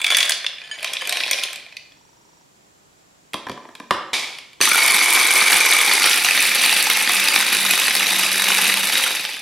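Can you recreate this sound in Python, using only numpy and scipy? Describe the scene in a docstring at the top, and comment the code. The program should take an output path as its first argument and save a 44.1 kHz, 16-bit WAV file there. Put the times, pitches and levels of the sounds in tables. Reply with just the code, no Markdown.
"""A mini chopper's blade flings dry bread cubes round a plastic jar on a stone kitchen counter, two microphones close by.
Random crumbling bursts sound through jar resonances, swelling slightly with each turn, from coarse to hissing crumbs.
Before that the cubes are tipped from a bowl in surges of collisions; lid and motor knock into place as short
ringing bursts, and the cubes give one short rattle. Drive hum, ticks of the camera's focus motor, counter bumps
and steady air noise lie underneath; sparse decaying echoes make the hard kitchen."""
import sys
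import numpy as np
from scipy import signal
from scipy.io import wavfile
from scipy.ndimage import uniform_filter1d, minimum_filter1d

SR = 44100
rng = np.random.default_rng(int(sys.argv[2]) if len(sys.argv) > 2 else 0)


def generate_wav(signal):
    """Clip the signal to [-1, 1] and save it as 16-bit WAV at the path in sys.argv[1]."""
    frames = np.transpose(np.atleast_2d(signal))
    scaled = np.clip(frames, -1, 1) * 32767
    pcm = np.round(scaled).astype(np.int16)
    wavfile.write(sys.argv[1], SR, pcm)


N = 414981
TAPS = 4096  # length of a body's response, samples
T, HZ = np.arange(N) / SR, np.fft.rfftfreq(TAPS, 1 / SR)
START_S = 4.612  # the blade starts

# colour of the jar with its floor covered: frequency_hz, level_db
FILLED_JAR = [(71, -63), (120, -34), (569, -17.5), (1050, -24.5), (1370, -20.5), (2480, 0), (3980, 2),
              (7050, -15), (9990, -12), (13900, -24), (16000, -39.5)]


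def amp(db):
    """Decibels to gain."""
    return 10 ** (np.asarray(db) / 20)


def evened(x):
    """Scaled to rms 1."""
    return x / np.sqrt(np.mean(x ** 2) + 1e-20)


def read(points, hz=HZ):
    """A spectrum table interpolated on a log-frequency axis."""
    f, value = np.transpose(points)
    return np.interp(np.log(hz + 1), np.log(f + 1), value)


def add(mix, s, sound):
    """Mixes a sound in at time s."""
    part = mix[max(round(s * SR), 0):][:len(sound)]
    part += sound[:len(part)]


def through(x, response):
    """Convolution, cut to the length of x."""
    return signal.oaconvolve(x, response)[:len(x)]


def wander(size):
    """Slow chance of rms 1 that changes over about size samples."""
    smooth = uniform_filter1d(rng.standard_normal(N), size)
    return evened(uniform_filter1d(smooth, size))


def steadied(x, size=3000):
    """Takes the slow swings out of a rattle and leaves its grain."""
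    return x / np.sqrt(np.abs(uniform_filter1d(x ** 2, size)) + 1e-9)


def body(colour, modes):
    """Gain in dB of a broad colour with resonances standing on it."""
    return read(colour) + sum(db / (1 + (2 * (HZ - hz) / width) ** 2) for hz, width, db in modes)


def causal(db):
    """The minimum-phase impulse response of a gain in dB: sharp onset, ringing afterwards."""
    log_gain = np.log(amp(np.maximum(db, db.max() - 100)))
    both_sides = np.r_[log_gain, log_gain[-2:0:-1]]
    return np.fft.ifft(np.exp(np.conj(signal.hilbert(both_sides)))).real


def band(hz, width_hz):
    """The response of one steep-sided resonance."""
    return causal(-20 * np.log10(1 + (2 * (HZ - hz) / width_hz) ** 2))


def registers(db):
    """A body's thud, knock, clack and crack: four bands of its response, each of energy 1."""
    # borders between the registers: frequency_hz
    edges_hz = (700, 1900, 6000)
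    below = [1 / (1 + (HZ / hz) ** 14) for hz in edges_hz]
    shares = [upper * (1 - lower) for lower, upper in zip([0] + below, below + [1])]
    parts = [causal(db + 10 * np.log10(share + 1e-12)) for share in shares]
    return [p / np.linalg.norm(p) for p in parts]


def rattle(per_s, spread_db, own_db, crumble_s, bed, count):
    """Random collisions as decaying noise bursts; the same ones drive every register, in varying shares."""
    at = np.flatnonzero(rng.random(N) < per_s / SR)
    size_db = spread_db * np.clip(rng.standard_normal(N)[at], -2, 2)
    fade = np.exp(-2 / (crumble_s * SR))
    drives = []
    for _ in range(count):
        power = np.zeros(N)
        power[at] = amp(size_db + own_db * rng.uniform(-0.18, 1, N)[at]) ** 2
        power = signal.lfilter([1], [1, -fade], power)
        level = np.sqrt(power / power.mean() + abs(bed))  # bed: steady noise between collisions
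        drives.append(level * rng.standard_normal(N))
    return drives


def patchy(x, depth_db, size):
    """Every fragment has its own pitches: random peaks in the spectrum that last a few milliseconds."""
    z = signal.stft(x, nperseg=size)[2]
    patches = uniform_filter1d(rng.standard_normal(z.shape), size=4, axis=0)
    patches = evened(uniform_filter1d(patches, size=2, axis=1))
    return signal.istft(z * amp(depth_db * np.clip(patches, -2, 2)), nperseg=size)[1][:len(x)]


def morph(drives, gains, stages, weights):
    """Rattles sound the registers of a body whose colour passes through several stages."""
    out = 0
    for k, (drive, gain) in enumerate(zip(drives, gains)):
        blend = sum(w * through(drive, stage[k]) for w, stage in zip(weights, stages))
        out = out + gain * steadied(blend)
    return out


def blows(rows, response, crumble_s, snap, vary_db, gains_db):
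    """Single hits: a snap and a crumbling burst of random colour sound a body's registers; treble ends first."""
    # relative lengths of a hit's parts: thud, knock, clack, crack [factors of crumble_s]
    crumble_shares = (1.7, 0.99, 1, 0.64)
    out = np.zeros(N)
    ages = [T[:TAPS] / (crumble_s * abs(share)) for share in crumble_shares]
    fades = [(1 + u) * np.exp(-u) for u in ages]
    for s, *levels_db in rows:
        burst = rng.standard_normal(TAPS)
        burst[0] += snap
        colour = causal(vary_db * evened(uniform_filter1d(rng.standard_normal(len(HZ)), size=60)))
        hit = sum(amp(db + g) * evened(through(through(burst * fade, colour), r))
                  for db, g, r, fade in zip(levels_db, gains_db, response, fades))
        add(out, s, hit)
    return out


def struck(hits, modes):
    """Taps (s, dB) on an object: each mode (Hz, dB, t60 s) is a decaying sine of random phase."""
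    out, t = np.zeros(N), T[:SR // 2]
    for s, db in hits:
        ring = sum(amp(db + mode_db - 60 * t / t60) * np.sin(2 * np.pi * (hz * t + rng.random()))
                   for hz, mode_db, t60 in modes)
        add(out, s, ring * np.clip(t / 0.00054, 0, 1))
    return out


def room_air():
    """Steady noise of the room, coloured, with two faint resonances; one noise for mid, another for side."""
    # colour of the air: frequency_hz, level_db
    air_colour = [(12, -44.5), (20, -19.5), (53, -11), (123, -8.5), (158, -3.5), (248, -8.5), (277, -6.5),
                  (422, -9), (459, -10), (780, -12), (1480, -17), (6180, -19), (7310, -17), (8650, -24),
                  (16000, -32.5)]
    # its resonances: frequency_hz, width_hz, lift_db
    air_modes = [(135, 25, 1.7), (7300, 830, 2.6)]
    response = causal(body(air_colour, air_modes))
    return [amp(-58) * evened(through(n, response)) for n in rng.standard_normal((2, N))]


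def scatter(seconds):
    """Sparse echoes of random sign."""
    n = int(seconds * SR)
    return rng.choice([-1., 1.], n) * (rng.random(n) < .15)


def tail(x):
    """One path through the room: scattered echoes, each band dying at its own speed."""
    # reverberation of the kitchen: frequency_hz, t60_s
    decay = [(100, 0.24), (300, 0.67), (1000, 0.64), (2500, 0.63), (5000, 0.55), (9000, 0.31),
             (15000, 0.18)]
    hz, t, z = signal.stft(scatter(1) * np.clip(T[:SR] / 0.0049, 0, 1), SR, nperseg=256)
    echoes = signal.istft(z * amp(-60 * t / read(decay, hz)[:, None]), SR, nperseg=256)[1]
    return through(x, echoes / np.linalg.norm(echoes))


def kitchen(x, count=3):
    """The sound feeds several scattered-echo paths in turn, swinging steadily from one to the next."""
    tint = [(100, 0), (300, 2), (600, 1.0), (1000, -1), (2500, -1.5), (5000, 1), (10000, -0.5)]  # Hz, dB
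    x = through(x, causal(read(tint)))
    paths = [tail(x * np.cos(np.pi * (4 * T + k / count))) for k in range(count)]
    return sum(paths) * np.sqrt(2 / count)


def focus():
    """Faint, evenly spaced ticks of the camera's focus motor, each a pair of short modes."""
    # two runs of steps: start_s, end_s, level_db
    runs = [(1.971, 2.43, -50), (3.432, 3.89, -50)]
    # ring of one tick: frequency_hz, level_db, t60_s
    tick_modes = [(940, 0, 0.034), (5660, -2.5, 0.053)]
    step_s = .04
    ticks = [(s, db) for start, end, db in runs for s in np.arange(start, end, step_s)]
    return struck(ticks, tick_modes)


def bumps():
    """The jar bumps on the counter: low modes that die quickly."""
    # the bumps: start_s, level_db
    bump_hits = [(3.5, -52.5), (4.606, -56), (7.555, -61)]
    # low modes of a bump: frequency_hz, level_db, t60_s
    bump_modes = [(45, 0, .2), (75, 2, .15), (127, 16, .15)]
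    return struck(bump_hits, bump_modes)


def bowl():
    """Some cubes ring the tilted bowl: taps on its modes."""
    # the taps: start_s, level_db
    taps = [(.638, -37), (.675, -41), (.713, -23), (1.01, -25.5), (1.052, -30)]
    # ring of the bowl: frequency_hz, level_db, t60_s
    bowl_modes = [(1740, -2.5, 0.13), (2260, -18, 0.38), (3080, 0.5, 0.11), (3070, -22, 0.63),
                  (4820, -8.5, 0.11), (6700, -12, 0.1), (8866, -14, 0.15)]
    return struck(taps, bowl_modes)


def lid():
    """Plastic knocks on plastic and the lid rings briefly; then the cubes are jolted once and settle."""
    # lid, motor and switch knock into place: start_s, level_db, thud_relative_db, bright_edge_relative_db
    knock_rows = [(3.334, -29.5, -14, 2), (3.3418, -14, -15, -10), (3.468, -17, -21, -23),
                  (3.486, -28, -13, -13), (3.496, -22.5, -6, -10), (3.516, -27.5, -9, -8.5),
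                  (3.576, -27.5, -16, -23), (3.653, -30, -14, -26), (3.689, -33.5, -15, -18),
                  (3.752, -37, -17, 1), (3.8, -27.5, -8.5, -10.5), (3.836, -49, -4, -12),
                  (3.9081, -2.5, -18, -15), (4.386, -38, -20, 6), (4.532, -51, -14, 5),
                  (4.6045, -21, -6.5, -7)]
    # colour of the lid: frequency_hz, level_db
    lid_colour = [(40, -36), (110, -14.5), (250, 1), (450, -1.5), (800, -10.5), (1050, -2), (1450, -16),
                  (2400, -13), (4000, -16.5), (7000, -34), (11000, -31), (16000, -54)]
    # its broad resonances: frequency_hz, width_hz, lift_db
    lid_modes = [(335, 96, -1.5), (1720, 160, 6.5), (2390, 110, 6), (3250, 550, 5.5)]
    # the lid's own ring: frequency_hz, level_db, t60_s
    lid_ring = [(1018, 1.5, 0.058), (1164, 3, 0.028), (810, -29, 0.03)]
    # colour of the jolted cubes: frequency_hz, level_db
    shaken = [(59, -103), (100, -37.5), (234, -15), (350, -11), (502, -17), (558, -14), (1010, -6.5),
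              (1610, -12.5), (2270, 0.5), (2750, -6.5), (3470, -1), (8280, -16.5), (10000, -15.5),
              (14700, -33), (16000, -64)]
    hits = [(s, db + thud_db, db, db + edge_db, db + edge_db) for s, db, thud_db, edge_db in knock_rows]
    knocks = blows(hits, registers(body(lid_colour, lid_modes)), crumble_s=0.002, snap=5.3, vary_db=1.2,
                   gains_db=(-11, -22, -12.5, -22.0))
    ring = struck([(s, db - 8) for s, db, *_ in knock_rows], lid_ring)

    shake_s, jolt_db, jolt_s = 4.132, -26, 0.016  # the jolt; level and decay of its first clash
    drive, = rattle(per_s=2900, spread_db=-2, own_db=3, crumble_s=0.0033, bed=.15, count=1)
    age = np.maximum(T - shake_s, 0)
    settle = (amp(-20.0 - 99 * age) + amp(jolt_db) * np.exp(-age / jolt_s)) * (T > shake_s)
    cubes = through(drive, causal(body(shaken, [(2320, 240, 4.5), (3470, 110, 1.7)])))
    return knocks + ring + settle * steadied(cubes)


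def pour():
    """Cubes tumble in surges into the jar, whose ring is muffled as its floor gets covered; crumbs tick along."""
    # single cubes landing: start_s, level_db, low_body_relative_db, crisp_treble_relative_db
    cubes = [(.016, -12.5, -20, -13.5), (0.0436, -3, -24, -22), (.0654, -5.5, -22, -18.5),
             (0.1035, -7.5, -13, -15), (0.1138, -6, -22, -21), (.122, -7.5, -14, -22),
             (.1468, -2, -19, -21), (.1693, -9, -14, -1.5), (.185, -4, -25, -16), (0.2051, -3, -29, -18),
             (.229, -5, -31, -21), (0.254, -17, -21, -9), (0.2948, -14.5, -8, 1), (.307, -12, -16.5, -10),
             (.32, -5.5, -26, -22), (.444, -16, -11, -25), (.4648, -6, -31, -29), (.583, -27, -13, -32),
             (.6164, -25.5, -13, -34), (.829, -24, -5, -6), (.8449, -11.5, -15, -16), (.874, -17, -24, -31),
             (0.9344, -13.5, -25, -10.5), (0.9686, -10.5, -35, -40), (1.0202, -26, 1, -9),
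             (1.074, -24.5, 0, 0), (1.0942, -12.5, -18, -7), (1.1245, -12, -10.5, -11),
             (1.1704, -11.5, -13, -16), (1.203, -12.5, -32, -37), (1.2357, -9, -23, -26),
             (1.312, -13, -6, -1), (1.332, -7, -45, -23), (1.436, -8, -33, -14), (1.531, -28, -6, -3),
             (1.559, -23, -17, -11), (1.6637, -34, -12, -24), (1.7246, -32, -11, -27),
             (1.768, -19, -32, -23), (1.92, -40, -14, -24)]
    # each tip of the bowl: full_flow_from_s, until_s, level_db, crisp_treble_relative_db, low_body_relative_db
    surges = [(.1, 0.265, -19.5, -9, -10.5), (0.846, 0.907, -30, -14, -6.5),
              (1.127, 1.404, -22.5, -9.5, -8.5)]
    # colour of the empty jar: frequency_hz, level_db
    empty_jar = [(71, -78), (120, -48.5), (684, -18), (930, -21), (1550, -12), (2590, -0.5), (3380, -2.5),
                 (5630, -12.5), (9990, -13), (16000, -29)]
    # resonances of the empty jar: frequency_hz, width_hz, lift_db
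    empty_modes = [(700, 42, 3.6), (1050, 120, 5.6), (1620, 200, 5.1), (1970, 39, 5.9), (2345, 170, 7.1),
                   (3440, 230, 16), (3700, 160, 2.7), (4650, 160, 10), (6300, 150, 1.8), (9780, 600, 8)]
    # resonances of the covered jar: frequency_hz, width_hz, lift_db
    filled_modes = [(634, 370, 6.2), (1053, 71, 12), (2010, 54, 1.8), (2410, 250, 8.3), (3120, 130, 3),
                    (3360, 120, 3.7), (3840, 83, 2), (5760, 270, 3.3), (9100, 800, 2.5)]
    rise_db_per_s, fall_db_per_s = 87.5, 100
    trickle_db, last_cube_s = -52, 2  # stragglers slide between and after the surges
    flows = [amp(db - rise_db_per_s * np.maximum(start - T, 0) - fall_db_per_s * np.maximum(T - end, 0))
             for start, end, db, *_ in surges]
    trickle = amp(trickle_db) * np.interp(T, [1.55, last_cube_s], [1, 0])
    crisp = sum(flow * amp(row[3]) for flow, row in zip(flows, surges)) + trickle * amp(-17.5)
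    low = sum(flow * amp(row[4]) for flow, row in zip(flows, surges)) + trickle * amp(-2)

    empty, filled = registers(body(empty_jar, empty_modes)), registers(body(FILLED_JAR, filled_modes))
    cover = np.interp(T, [.5, .8], [0, 1])
    drives = rattle(per_s=420, spread_db=-0.5, own_db=2, crumble_s=0.0012, bed=0.12, count=4)
    drives = [patchy(d, depth_db=4.5, size=256) for d in drives]
    gains = [low * amp(-16), low * amp(-3), (sum(flows) + trickle) * amp(-7.5), crisp * amp(-9.5)]
    tumble = morph(drives, gains, [empty, filled], [1 - cover, cover])

    crumbs, = rattle(per_s=110, spread_db=-0.5, own_db=-4.5, crumble_s=.0006, bed=0.0029, count=1)
    ticks = steadied(through(crumbs, band(hz=9500, width_hz=2900)), size=8000)
    tumble += ticks * amp(-25) * sum(flows) ** 0.95  # crumbs slide before and after the cubes

    hits = [(s, db + low_db, db + low_db, db, db + crisp_db) for s, db, low_db, crisp_db in cubes]
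    for covered, jar in [(False, empty), (True, filled)]:
        landing = [hit for hit in hits if (hit[0] > .5) == covered]
        tumble = tumble + blows(landing, jar, crumble_s=0.0021, snap=6, vary_db=3.5,
                                gains_db=(-28, -13, -21.5, -14.5))
    return tumble


def blade():
    """The blade's turns so far, and how far it has coasted down (0 while driven)."""
    turns_per_s, waver = 48.3, .012  # driven speed; its relative unsteadiness
    stop_s, coast_s, slowing = 8.913, .5, 0.28  # switched off; over coast_s it loses this share of speed
    coast = (np.maximum(T - stop_s, 0) / coast_s) ** 2
    speed = turns_per_s * (1 - slowing * np.minimum(coast, 1)) * (1 + waver * wander(size=1200))
    return np.cumsum(speed * (T > START_S)) / SR, coast


def hum(turns):
    """The drive hums through the jar: a sine at four times the blade's speed."""
    # level under load, before a fixed trim and fades: time_s, level_db
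    load = [(6.2, -47), (7.11, -55), (7.2, -42), (7.35, -57), (7.7, -42), (7.81, -74), (7.9, -46.5),
            (8.8, -43), (9.1, -63)]
    level_db = np.interp(T, *np.transpose(load))
    tone = evened(np.sin(8 * np.pi * turns))
    return amp(level_db - 1.5) * tone * np.interp(T, [6.1, 7.1, 8.9, 9.1], [0, 1, 1, 0])


def strikes(turns, level_db, jar):
    """Hard pieces meet the blade: the loudest at set times, lesser ones by chance as it comes round."""
    # the hardest pieces, hit squarely: start_s, level_db, crisp_treble_relative_db
    hard_rows = [(4.612, 3.5, -7.5), (4.9716, -13, -8), (5.1976, -17, -11), (5.2649, -10, -27),
                 (5.412, -10, -13), (5.528, 0.5, -33), (5.6161, -20, -19), (5.688, -22, 7),
                 (5.7077, -20, -19), (5.7249, -2, -25), (6.021, -8, -18), (6.0413, -2, -21),
                 (6.2467, -2, -7), (6.309, -1.5, -11), (6.3753, -5, -21), (6.6358, -11, -6),
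                 (6.6944, -6, -8), (6.727, -5, -10), (6.9, -2.5, -6), (7.2847, -5.5, -7),
                 (7.3601, 0.5, -26), (7.7092, -4.5, -1.5), (7.908, -8, -18), (7.9518, -5, -3),
                 (7.9991, -10, -19), (8.5484, -10.5, -5), (8.5809, -14, -1), (8.6974, -8, -24),
                 (8.7409, -8, -5), (8.954, -8, -20), (9.0377, -7.5, -15), (9.2506, -11, -20)]
    stray_chance, stray_db, spread_db = .45, -3, 4.5  # per turn; level over the crunch; scatter
    passes = np.flatnonzero(np.diff(np.floor(turns)) > 0)
    luck = rng.random(size=300)
    own = np.clip(rng.standard_normal(size=(300, 4)), -1.5, 1.5)
    strays = [(T[at], *(level_db[at] + stray_db + spread_db * o))
              for at, u, o in zip(passes, luck, own) if u < stray_chance]
    hard = [(s, db, db, db, db + crisp_db) for s, db, crisp_db in hard_rows]
    return (blows(hard, jar, crumble_s=0.001, snap=.74, vary_db=4.0, gains_db=(-43, -31, -22.0, -18.5))
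            + blows(strays, jar, crumble_s=0.002, snap=0.95, vary_db=4, gains_db=(-25, -12, -12.5, -15)))


def chop(turns, coast):
    """Pieces flung by the blade hit the wall at random, with a faint throb at each turn; coarse turns to fine."""
    # colour of whole cubes in the shut jar: frequency_hz, level_db
    coarse = [(59, -50), (100, -45), (335, -13.5), (481, -13), (634, -18.5), (854, -13.5), (1130, -13.5),
              (1870, -11.5), (2320, -13), (2690, -9.5), (3620, -4.5), (7140, -19), (10000, -14),
              (14400, -27.5), (16000, -55)]
    # colour of broken pieces: frequency_hz, level_db
    pieces = [(59, -65), (100, -46), (189, -20), (277, -19.5), (570, -17), (634, -23), (854, -8.5),
              (970, -14), (2520, 3.5), (3050, -6.5), (3860, -3.5), (6840, -17.5), (10200, -12.5),
              (13200, -19.5), (16000, -30)]
    # colour of crumbs: frequency_hz, level_db
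    fine = [(59, -40), (100, -29), (189, -11.5), (219, -11.5), (570, -10), (634, -12), (872, -6),
            (1080, -7.5), (2520, 7.5), (3250, -1.5), (3860, 6.5), (4200, -1), (6840, -7.5), (11400, -4.5),
            (16000, -21.5)]
    # resonances of the shut jar: frequency_hz, width_hz, lift_db
    shut_modes = [(505, 8.5, 0.54), (718, 27, 3.3), (875, 47, 3.3), (1047, 24, 7.7), (1215.5, 46, 5.3),
                  (1370, 44, 0.67), (2440, 120, 1.1), (2960, 280, 3.2), (3500, 620, 3.8), (3904, 120, 2.7),
                  (4487, 150, 6.7), (4880, 200, 4.9), (5315, 106, 5.1), (6000, 460, 6.8), (8770, 160, 5.6),
                  (9850, 370, 2.9), (11400, 980, 3.2)]
    # resonances of crumbs dropping back: frequency_hz, width_hz, lift_db
    settle_modes = [(2320, 260, 11), (3530, 220, 11), (4730, 220, 12)]
    # pieces caught and dragged along the wall: centre_s, length_s, level_db
    scrapes = [(4.742, 0.054, -23), (6.08, 0.077, -27.5)]
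    break_s, grind_s = (5.79, 6.17), (7.33, 7.45)  # cubes break into pieces; pieces become crumbs
    chop_db, soften_db_per_s, coast_db = -20.5, -0.2461, -18  # softer as pieces shrink and as it coasts
    level_db = chop_db + soften_db_per_s * (T - START_S) + coast_db * coast
    stages = [registers(body(colour, shut_modes)) for colour in (coarse, pieces, fine)]
    broken, ground = np.interp(T, break_s, [0, 1]), np.interp(T, grind_s, [0, 1])

    crisp_db = -2.5 * broken - 6 * coast
    low_db = np.interp(T, [START_S, 4.85], [-11, 0])  # cubes need a moment to reach the wall
    low_db = low_db - 2.36 * broken + 0.78 * ground
    low_db = low_db - 8 * coast  # a slowing blade throws more gently
    *drives, knocks = rattle(per_s=400, spread_db=2.0, own_db=10.5, crumble_s=0.0045, bed=0.46, count=5)
    drives = [patchy(d, depth_db=3.5, size=256) for d in drives]
    gains = [amp(low_db - 17.0 + 0.47 * broken), amp(low_db - 4.5),
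             amp(-1.5 + 2.3 * broken - 2.9 * coast), amp(crisp_db - 2.0)]
    crunch = morph(drives, gains, stages, [1 - broken, broken - ground, ground])

    # smaller pieces ring the wall higher
    whole = steadied(through(knocks, band(hz=2267, width_hz=320)))
    small = steadied(through(knocks, band(hz=2550, width_hz=480)))
    ring = (1 - broken) * whole * amp(np.interp(T, [START_S, 4.78], [-8, 2.2]))
    ring += broken * small * amp(-9.5 + 7 * coast)
    # crumbs drop back to the floor
    dropping = steadied(through(knocks, causal(body(FILLED_JAR, settle_modes))))
    ring += dropping * amp(2) * np.minimum(coast, 1)
    # crust snaps off in sharp ticks
    chips, = rattle(per_s=60, spread_db=2, own_db=-6, crumble_s=0.0014, bed=.01, count=1)
    crunch += steadied(through(chips, band(hz=9800, width_hz=4600)), size=12000) * amp(crisp_db - 4)

    scrape_level = sum(amp(db) * np.exp(-((T - s) / length) ** 2) for s, length, db in scrapes)
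    drag = steadied(through(knocks, band(hz=1406, width_hz=150))) * scrape_level
    # the load is lopsided and keeps shifting
    throb_db = 0.5 * np.cos(2 * np.pi * turns)
    churn_db = (.5 + 1.1 * broken) * wander(size=2200)
    running = np.clip((T - START_S) / 0.0019, 0, 1)
    flung = (crunch + ring) * amp(level_db + throb_db + churn_db - 1.13) * running
    return flung + drag + strikes(turns, level_db, stages[1])


def scene():
    """All sources in the room, heard by two close microphones that differ mostly in the treble."""
    # stereo width of the sources: frequency_hz, side_minus_mid_db
    width = [(60, -27), (110, -1), (200, -62.5), (380, -36), (700, -13), (1290, -12), (2380, -13.5),
             (4400, -5), (8120, 0.5), (15000, -1.5)]
    air_width = [(40, -3), (200, -4.5), (1000, 6.5), (4000, -2.5), (12000, 0.5)]  # Hz, dB
    turns, coast = blade()
    poured, knocked, chopped = pour() + bowl(), lid(), chop(turns, coast)
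    send = amp(-7.0) * poured + amp(-6.5) * knocked + amp(-7.5) * chopped
    air, air_side = room_air()
    direct = poured + knocked + chopped + hum(turns) + focus() + bumps()
    mid = direct + kitchen(send) + air

    near = scatter(1)[:TAPS] * np.exp(-T[:TAPS] / 0.0093)  # counter and wall close by
    early = through(direct, near / np.linalg.norm(near))
    side = through(amp(-12.5) * early + amp(-1.5) * tail(send), causal(read(width)))
    side += through(air_side, causal(read(air_width)))
    return np.array([mid + side, mid - side]) * amp([[-.35], [.35]])  # channel balance, dB


def record(dry):
    """A fast limiter holds the sharpest peaks under full scale; then the band limit."""
    allowed = 1 / np.maximum(abs(dry).max(0) / .92, 1)
    gain = uniform_filter1d(minimum_filter1d(allowed, size=61), size=61)
    low_pass = signal.firwin(511, 15900, window=("kaiser", 9), fs=SR)  # cutoff in Hz
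    return signal.oaconvolve(dry * gain, low_pass[None], "same")


dry = scene()
out = record(dry)
generate_wav(out)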